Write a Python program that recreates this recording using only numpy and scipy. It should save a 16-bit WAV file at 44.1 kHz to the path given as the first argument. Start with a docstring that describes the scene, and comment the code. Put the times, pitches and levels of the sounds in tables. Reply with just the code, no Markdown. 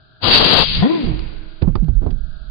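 """Vapour ignites in a glass jar, close to a stereo recorder. The flame runs down the jar and drives a
roaring, hissing jet out of the mouth; the air in the jar then flutters, hoots in one arch of pitch and
rings out, and the cooling glass ticks. Puffs of air buffet the right microphone, mostly after the burn.
Behind it all lies a faint room hum that ducks under loud sound. The microphones are narrow-band and
feed a fast limiter."""
import sys
import numpy as np
from scipy import signal
from scipy.fft import rfft, irfft
from scipy.io import wavfile
from scipy.ndimage import uniform_filter1d, minimum_filter1d, map_coordinates

SR = 44100
rng = np.random.default_rng(int(sys.argv[2]) if len(sys.argv) > 2 else 0)


def transcribe(signal):
    """Save signal, clipped to [-1, 1], as a 16-bit WAV file at the path in sys.argv[1]."""
    frames = np.atleast_2d(signal).T
    limited = np.clip(frames, -1, 1)
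    pcm = np.round(limited * 32767).astype(np.int16)
    wavfile.write(sys.argv[1], SR, pcm)


N = 110250

# spectra of the room tone and its high hiss: f/Hz, relative level/dB
ROOM_SPECTRUM = [(50, 0), (140, 1), (220, -14), (380, -13.5), (520, -26.5), (660, -12), (950, -28),
                 (1200, -18), (1450, -6), (1650, -8), (1900, -46), (5000, -34)]
AIR_SPECTRUM = [(1800, -26), (2500, -9.5), (3200, 1), (4200, 3), (5000, -3.5)]
# puffs on the microphone: t/s, thump f/Hz, thump level/dB, thump decay/s,
# rustle level/dB, rustle attack/s, rustle decay/s, tick level/dB
MIC_PUFFS = [(0.226, 105.6, -15, 0.019, -53, .01, 0.023, -61),
             (1.036, 58.4, -14, 0.3, -21.5, 0.015, 0.061, -40),
             (1.617, 82.8, -0.5, 0.019, -13.5, 0.0052, 0.02, -27),
             (1.673, 169, -4, 0.012, -17.5, 0.0043, 0.013, -63.5),
             (1.753, 47.8, -5.5, 0.043, -10, 0.00088, 0.011, -27),
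             (1.82, 188, -9, 0.076, -37.5, 0.0067, 0.022, -66),
             (1.881, 56.2, -4.5, 0.058, -17.5, 0.0049, 0.0052, -47),
             (2.012, 89.7, -16.5, 0.053, -22, 0.014, 0.046, -59),
             (2.062, 84, -10, 0.049, -15.5, 0.003, 0.013, -63),
             (2.105, 36.35, -10, 0.13, -46, 0.0015, 0.0072, -34)]
# rumble of air on the right microphone: t/s, level/dB
RUMBLE_LEVELS = [(1.01, -55), (1.05, -11), (1.14, -13), (1.22, -23), (1.4, -30.5), (1.612, -55),
                 (1.63, -16.5), (1.73, -17), (1.78, -11.5), (1.92, -16.5), (1.985, -14.5), (2.1, -19.5),
                 (2.25, -24), (2.41, -31), (2.5, -29)]
# spectra of the rumble, eddies, rustle and ticks (of puffs and glass): f/Hz, relative level/dB
RUMBLE_SPECTRUM = [(15, -8), (30, 3.5), (55, -1), (85, -15.5), (130, -12.5), (300, -38), (600, -52.5),
                   (2000, -88.5)]
EDDY_SPECTRUM = [(60, 0.5), (130, 6), (240, -6.5), (400, -20.5), (800, -37), (2000, -56)]
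RUSTLE_SPECTRUM = [(100, 0.5), (250, 5.5), (450, -5.5), (750, -13.5), (1200, -21.5), (1800, -36.5),
                   (3000, -43.5), (5000, -46)]
TICK_SPECTRUM = [(500, 1), (2000, 4.5), (4500, 3), (6000, 0)]
# resonances knocked by the hardest puff: f/Hz, half-width/Hz, relative level/dB
KNOCK_MODES = [(790, 200, 0), (1190, 99, -1.2)]
# ticks of the cooling glass: t/s, left level/dB, right level/dB
COOLING_TICKS = [(1.065, -44, -24), (1.191, -22.5, -42), (1.843, -58.5, -39.5)]
# spectrum of the wash left in room and jar: f/Hz, relative level/dB
WASH_SPECTRUM = [(80, -7.5), (170, 13.5), (330, 2.5), (450, 4), (600, -5), (1000, -5), (1500, -11),
                 (2500, -5), (5000, -20)]
# course of the hoot: t/s, f/Hz, left level/dB, right level/dB
HOOT_ARCH = [(.74, 158.3, -42, -32), (.812, 167.9, -39.5, -46), (.826, 174.7, -7.5, -19),
             (.842, 207.7, -8.5, -5), (.865, 264.2, -12, -13), (.89, 301.9, -13, -35),
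             (.912, 335.7, -14, -17), (.938, 341.2, -12.5, -17.5), (.97, 338, -18, -23),
             (1.01, 281.1, -22, -24), (1.045, 227.1, -23, -23), (1.08, 174, -31, -23.5),
             (1.125, 140.3, -45.5, -22)]
# resonances colouring hoot and roar, the jar's higher air modes, and the resonances of the surge:
# f/Hz, half-width/Hz, relative level/dB
JAR_RESONANCES = [(490, 60, -13), (720, 45, -11), (1000, 70, -13), (1440, 35, -21), (1900, 35, -15),
                  (3450, 60, -20)]
HIGH_AIR_MODES = [(2700, 36, -8), (3024, 360, -4.5), (3275, 20, -2), (3326, 20, -4), (3733, 36, -6),
                  (3918, 43, 0), (4380, 8.1, -2), (4500, 12, 1.5), (4585, 17, -1.5)]
SURGE_MODES = [(1185, 1100, -4.5), (4580, 170, 6)]
# low flutter of the dying flame: t/s, level/dB
FLUTTER_LEVELS = [(.6, -32), (.67, -30.5), (.73, -21.5), (.78, -15.5), (.808, -12), (.83, -26),
                  (.87, -57.5)]
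# hiss of the jet: t/s, left level/dB, right level/dB
HISS_LEVELS = [(.198, -70, -82), (.226, -21.5, -45), (.246, -11, -37), (.266, -9, -41), (.295, -9.5, -20),
               (.335, -8, -8.5), (.362, -5, -15), (.39, -9.5, -16), (.5, -8, -19.5), (.627, -6.5, -20),
               (.648, -13.5, -24), (.764, -16.5, -24), (.83, -28, -44), (.92, -31.5, -45),
               (1.02, -32.5, -43), (1.13, -40, -59.5), (1.4, -51, -62), (1.6, -55.5, -59)]
# spectra of the flutter, the hiss and the roar at each microphone: f/Hz, relative level/dB
FLUTTER_SPECTRUM = [(20, 2), (40, 4.5), (65, -5), (100, -2.5), (160, -4), (200, -9), (280, -32), (600, -36),
                    (2000, -31.5)]
HISS_SPECTRUM = [(300, -31.5), (1000, -17.5), (1900, -15.5), (2300, -11), (2700, -10), (3400, -2.5),
                 (4200, 0), (4700, 2), (5200, -11.5)]
LEFT_ROAR_SPECTRUM = [(25, 2), (100, -2.5), (300, -1.5), (700, -5.5), (1100, -6.5), (1600, -12.5),
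                      (2300, -20.5), (5000, -26)]
RIGHT_ROAR_SPECTRUM = [(25, -13.5), (70, -13.5), (120, -5), (170, -3.5), (220, -2), (300, -16.5), (400, -8),
                       (560, -17), (1300, -9.5), (2300, -13), (5000, -20)]

IGNITE_S, BURNT_S, RISE_S, FALL_S = 0.2, 0.6286, 0.054, 0.0086


def undb(db):
    return 10 ** (np.asarray(db) / 20)


def seconds():
    return np.arange(N) / SR


def unit_rms(x):
    return x / np.sqrt(np.mean(x ** 2, axis=-1, keepdims=True))


def envelope(table, column=1):
    """Gain over time from a column of dB; silent before the table, fading out after it."""
    rows, t = np.array(table), seconds()
    gain = undb(np.interp(t, rows[:, 0], rows[:, column]))
    return gain * (t >= rows[0, 0]) * np.exp(-np.maximum(t - rows[-1, 0], 0) * 20)


def noise(spectrum):
    """Noise of rms 1 shaped by (f/Hz, level/dB) points, rolling off below the first."""
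    hz, db = np.array(spectrum).T
    f = np.arange(N // 2 + 1) * SR / N + 1
    gain = undb(np.interp(np.log(f), np.log(hz), db)) * f ** 2 / (f ** 2 + (hz[0] / 2) ** 2)
    return unit_rms(irfft(rfft(rng.standard_normal(N)) * gain, N))


def resonance_gain(f, modes, shift=1):
    """Gain at f of a set of resonances, their centres multiplied by shift."""
    return sum(undb(db) / (1 + ((f - hz * shift) / width) ** 2) for hz, width, db in modes)


def ringing(modes):
    """Noise of rms 1 ringing in a set of resonances."""
    f = np.arange(N // 2 + 1) * SR / N + 1
    return unit_rms(irfft(rfft(rng.standard_normal(N)) * resonance_gain(f, modes), N))


def wander(rate_hz):
    """Smooth random motion of rms 1."""
    hold = max(int(SR / rate_hz), 1)
    steps = np.repeat(rng.standard_normal(N)[:N // hold + 1], hold)
    return unit_rms(uniform_filter1d(uniform_filter1d(steps, hold), hold)[:N])


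def burst(start_s, attack_s, decay_s):
    """Straight rise, then exponential fall."""
    age = seconds() - start_s
    return np.clip(age / attack_s, 0, 1) * np.exp(-np.maximum(age - attack_s, 0) / decay_s)


def room_tone(hum_hz=632, swell_db_per_s=1.77):
    """Faint room noise with a thin hum and a high hiss to the left, slowly growing louder."""
    hum_gain = undb(-64 + wander(10))
    hum = hum_gain * np.sin(2 * np.pi * np.cumsum(hum_hz * (1 + .002 * wander(20))) / SR)
    room = [undb(-51.5) * noise(ROOM_SPECTRUM) + undb(air_db) * noise(AIR_SPECTRUM) + hum
            for air_db in (-52.5, -65.5)]
    return np.array(room) * undb(swell_db_per_s * seconds())


def ducking(sound, threshold_db=-13, release_s=0.081):
    """Gain that drops at once under loud peaks and recovers slowly."""
    fade = np.exp(-seconds() / release_s)
    held_peak = np.maximum.accumulate(np.abs(sound).max(axis=0) / fade) * fade
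    return 1 / np.hypot(1, held_peak / undb(threshold_db))


def buffeting(sag_per_s=5.1, sag_limit=0.67, thump_attack_s=0.0069):
    """Air hits the right microphone: over a rumble, each puff ticks, rustles and thumps."""
    t = seconds()
    low = noise(RUMBLE_SPECTRUM) * envelope(RUMBLE_LEVELS)
    wobble = 1 + .06 * wander(110)
    eddies = undb(-12.5) * noise(EDDY_SPECTRUM)
    rustle = tick = 0
    for start, hz, thump_db, thump_decay, rustle_db, rustle_attack, rustle_decay, tick_db in MIC_PUFFS:
        pitch_sag = 1 - sag_limit * np.tanh(sag_per_s * (t - start) / sag_limit)
        swing = np.sin(2 * np.pi * np.cumsum(hz * pitch_sag * wobble * (t > start)) / SR)
        thump = burst(start, thump_attack_s, thump_decay) * swing
        swirl = burst(start, thump_attack_s, decay_s=0.029) * eddies
        low = low - undb(thump_db) * (thump + swirl)
        rustle += undb(rustle_db) * burst(start, rustle_attack, rustle_decay)
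        tick += undb(tick_db) * burst(start, rustle_attack, decay_s=0.0061)
    left, right = (rustle * noise(RUSTLE_SPECTRUM) + tick * noise(TICK_SPECTRUM) for _ in range(2))
    puffs = np.array([undb(-25) * low + undb(-11) * left, low + right])  # a little leaks to the left
    knock = burst(1.7545, 0.00067, 0.0049) * ringing(KNOCK_MODES)  # the hardest puff
    return puffs + undb([[-32.5], [-15]]) * knock


def glass_ticks():
    """The cooling glass ticks faintly."""
    return sum(undb([[left_db], [right_db]]) * burst(start, 0.00074, 0.003) * noise(TICK_SPECTRUM)
               for start, left_db, right_db in COOLING_TICKS)


def ring_out(wash_peak_s=0.93, wash_fade_db_per_s=36.5, ring_hz=321, ring_fade_db_per_s=45.5):
    """A weak wash in the room and the jar's lowest air note die away."""
    t = seconds()
    build = np.clip((t - IGNITE_S) / (wash_peak_s - IGNITE_S), 0, 1) ** 2
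    wash = build * undb(-27 - wash_fade_db_per_s * np.maximum(t - wash_peak_s, 0))
    ring = undb(-24) * burst(0.888, RISE_S, decay_s=20 / np.log(10) / ring_fade_db_per_s)
    return np.array([wash * noise(WASH_SPECTRUM) + ring * ringing([(ring_hz, 19, 0)]) for _ in range(2)])


def hoot(right_lag_s=0.00129, octave_db=-21, flicker_db=2.2, purify_db_per_s=28.5):
    """The jar's air oscillates: raspy at first, purer as the pitch arches up and falls back."""
    t, arch = seconds(), np.array(HOOT_ARCH)
    hz = uniform_filter1d(np.interp(t, arch[:, 0], arch[:, 1]), size=700) * (1 + .005 * wander(150))
    left_phase = 2 * np.pi * np.cumsum(hz) / SR
    brightness = undb(-purify_db_per_s * np.maximum(t - 0.69, 0))
    shift = (hz / arch[:, 1].mean()) ** .07  # the resonances rise a little with the pitch
    channels = []
    for side, rasp_db in enumerate((-22, -28.1)):
        phase = left_phase - side * 2 * np.pi * hz * right_lag_s
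        tone = np.sin(phase)
        for k in range(2, 20):
            resonant = brightness * resonance_gain(k * hz, JAR_RESONANCES, shift)
            steady = undb(octave_db) / (k - 1) ** 2
            tone += (resonant + steady) * np.sin(k * phase + rng.uniform(0, 2 * np.pi))
        # noise in the same shifting resonances, pulsing with each cycle
        breath = map_coordinates(ringing(JAR_RESONANCES), [np.cumsum(shift)], mode="mirror")
        rasp = breath * (1 + .5 * np.cos(phase)) * burst(.818, 0.012, .05) * undb(rasp_db)
        level = undb(flicker_db * wander(110)) * envelope(HOOT_ARCH, column=side + 2)
        channels.append(np.sqrt(2) * tone * level + rasp)
    return np.array(channels)


def jet(swell_db_per_s=6.5, turbulence_db=1.79, surge_s=0.343, surge_half_s=0.043):
    """Hot gas roars out ever harder as the flame travels down; its hiss rings the jar and lingers."""
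    t = seconds()
    burning = np.clip((t - IGNITE_S) / RISE_S, 0, 1) ** 2 * np.exp(-np.maximum(t - BURNT_S, 0) / FALL_S)
    swell_db = swell_db_per_s * (t - IGNITE_S)
    surging = np.exp(-((t - surge_s) / surge_half_s) ** 2)  # a bright surge early in the burn
    roar_db, surge_db = (-14.5, -21.5), (-14, -13)  # left, right
    channels = []
    for side, spectrum in enumerate((LEFT_ROAR_SPECTRUM, RIGHT_ROAR_SPECTRUM)):
        body = unit_rms(noise(spectrum) + undb(-9.5) * ringing(JAR_RESONANCES[:3]))
        roar = body * burning * undb(roar_db[side] + swell_db + turbulence_db * wander(90))
        surge = ringing(SURGE_MODES) * surging * undb(surge_db[side])
        hiss = unit_rms(noise(HISS_SPECTRUM) + undb(-5) * ringing(HIGH_AIR_MODES))
        hiss *= undb(1.3 * wander(150)) * envelope(HISS_LEVELS, column=side + 1)
        flutter = noise(FLUTTER_SPECTRUM) * envelope(FLUTTER_LEVELS)
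        channels.append(roar + surge + hiss + flutter)
    return np.array(channels)


def scene():
    """The jar up close and the air on the microphones, with the room ducking behind them."""
    near = jet() + hoot() + ring_out() + glass_ticks() + buffeting()
    return near + room_tone() * ducking(near)


def record(dry):
    """Narrow-band microphones, fast limiter; loud swings round into a sizzle, the highest clip."""
    band_hz, skirt_hz, top_hz = 4837, 5600, 14500
    ceiling, rounding = 1.1, .055
    band = signal.sosfilt(signal.ellip(9, .3, 75, band_hz, fs=SR, output="sos"), dry)
    skirt = signal.sosfilt(signal.butter(3, (band_hz, skirt_hz), "bandpass", fs=SR, output="sos"), dry)
    mic = band + undb(-24) * skirt
    gain = minimum_filter1d(ceiling / np.maximum(np.abs(mic), ceiling), size=25)
    limited = mic * uniform_filter1d(gain, size=25)
    rounded = np.clip(limited * (1 - rounding * limited ** 2), -1, 1)
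    return signal.sosfilt(signal.ellip(8, .2, 70, top_hz, fs=SR, output="sos"), rounded)


dry = scene()
out = record(dry)
transcribe(out)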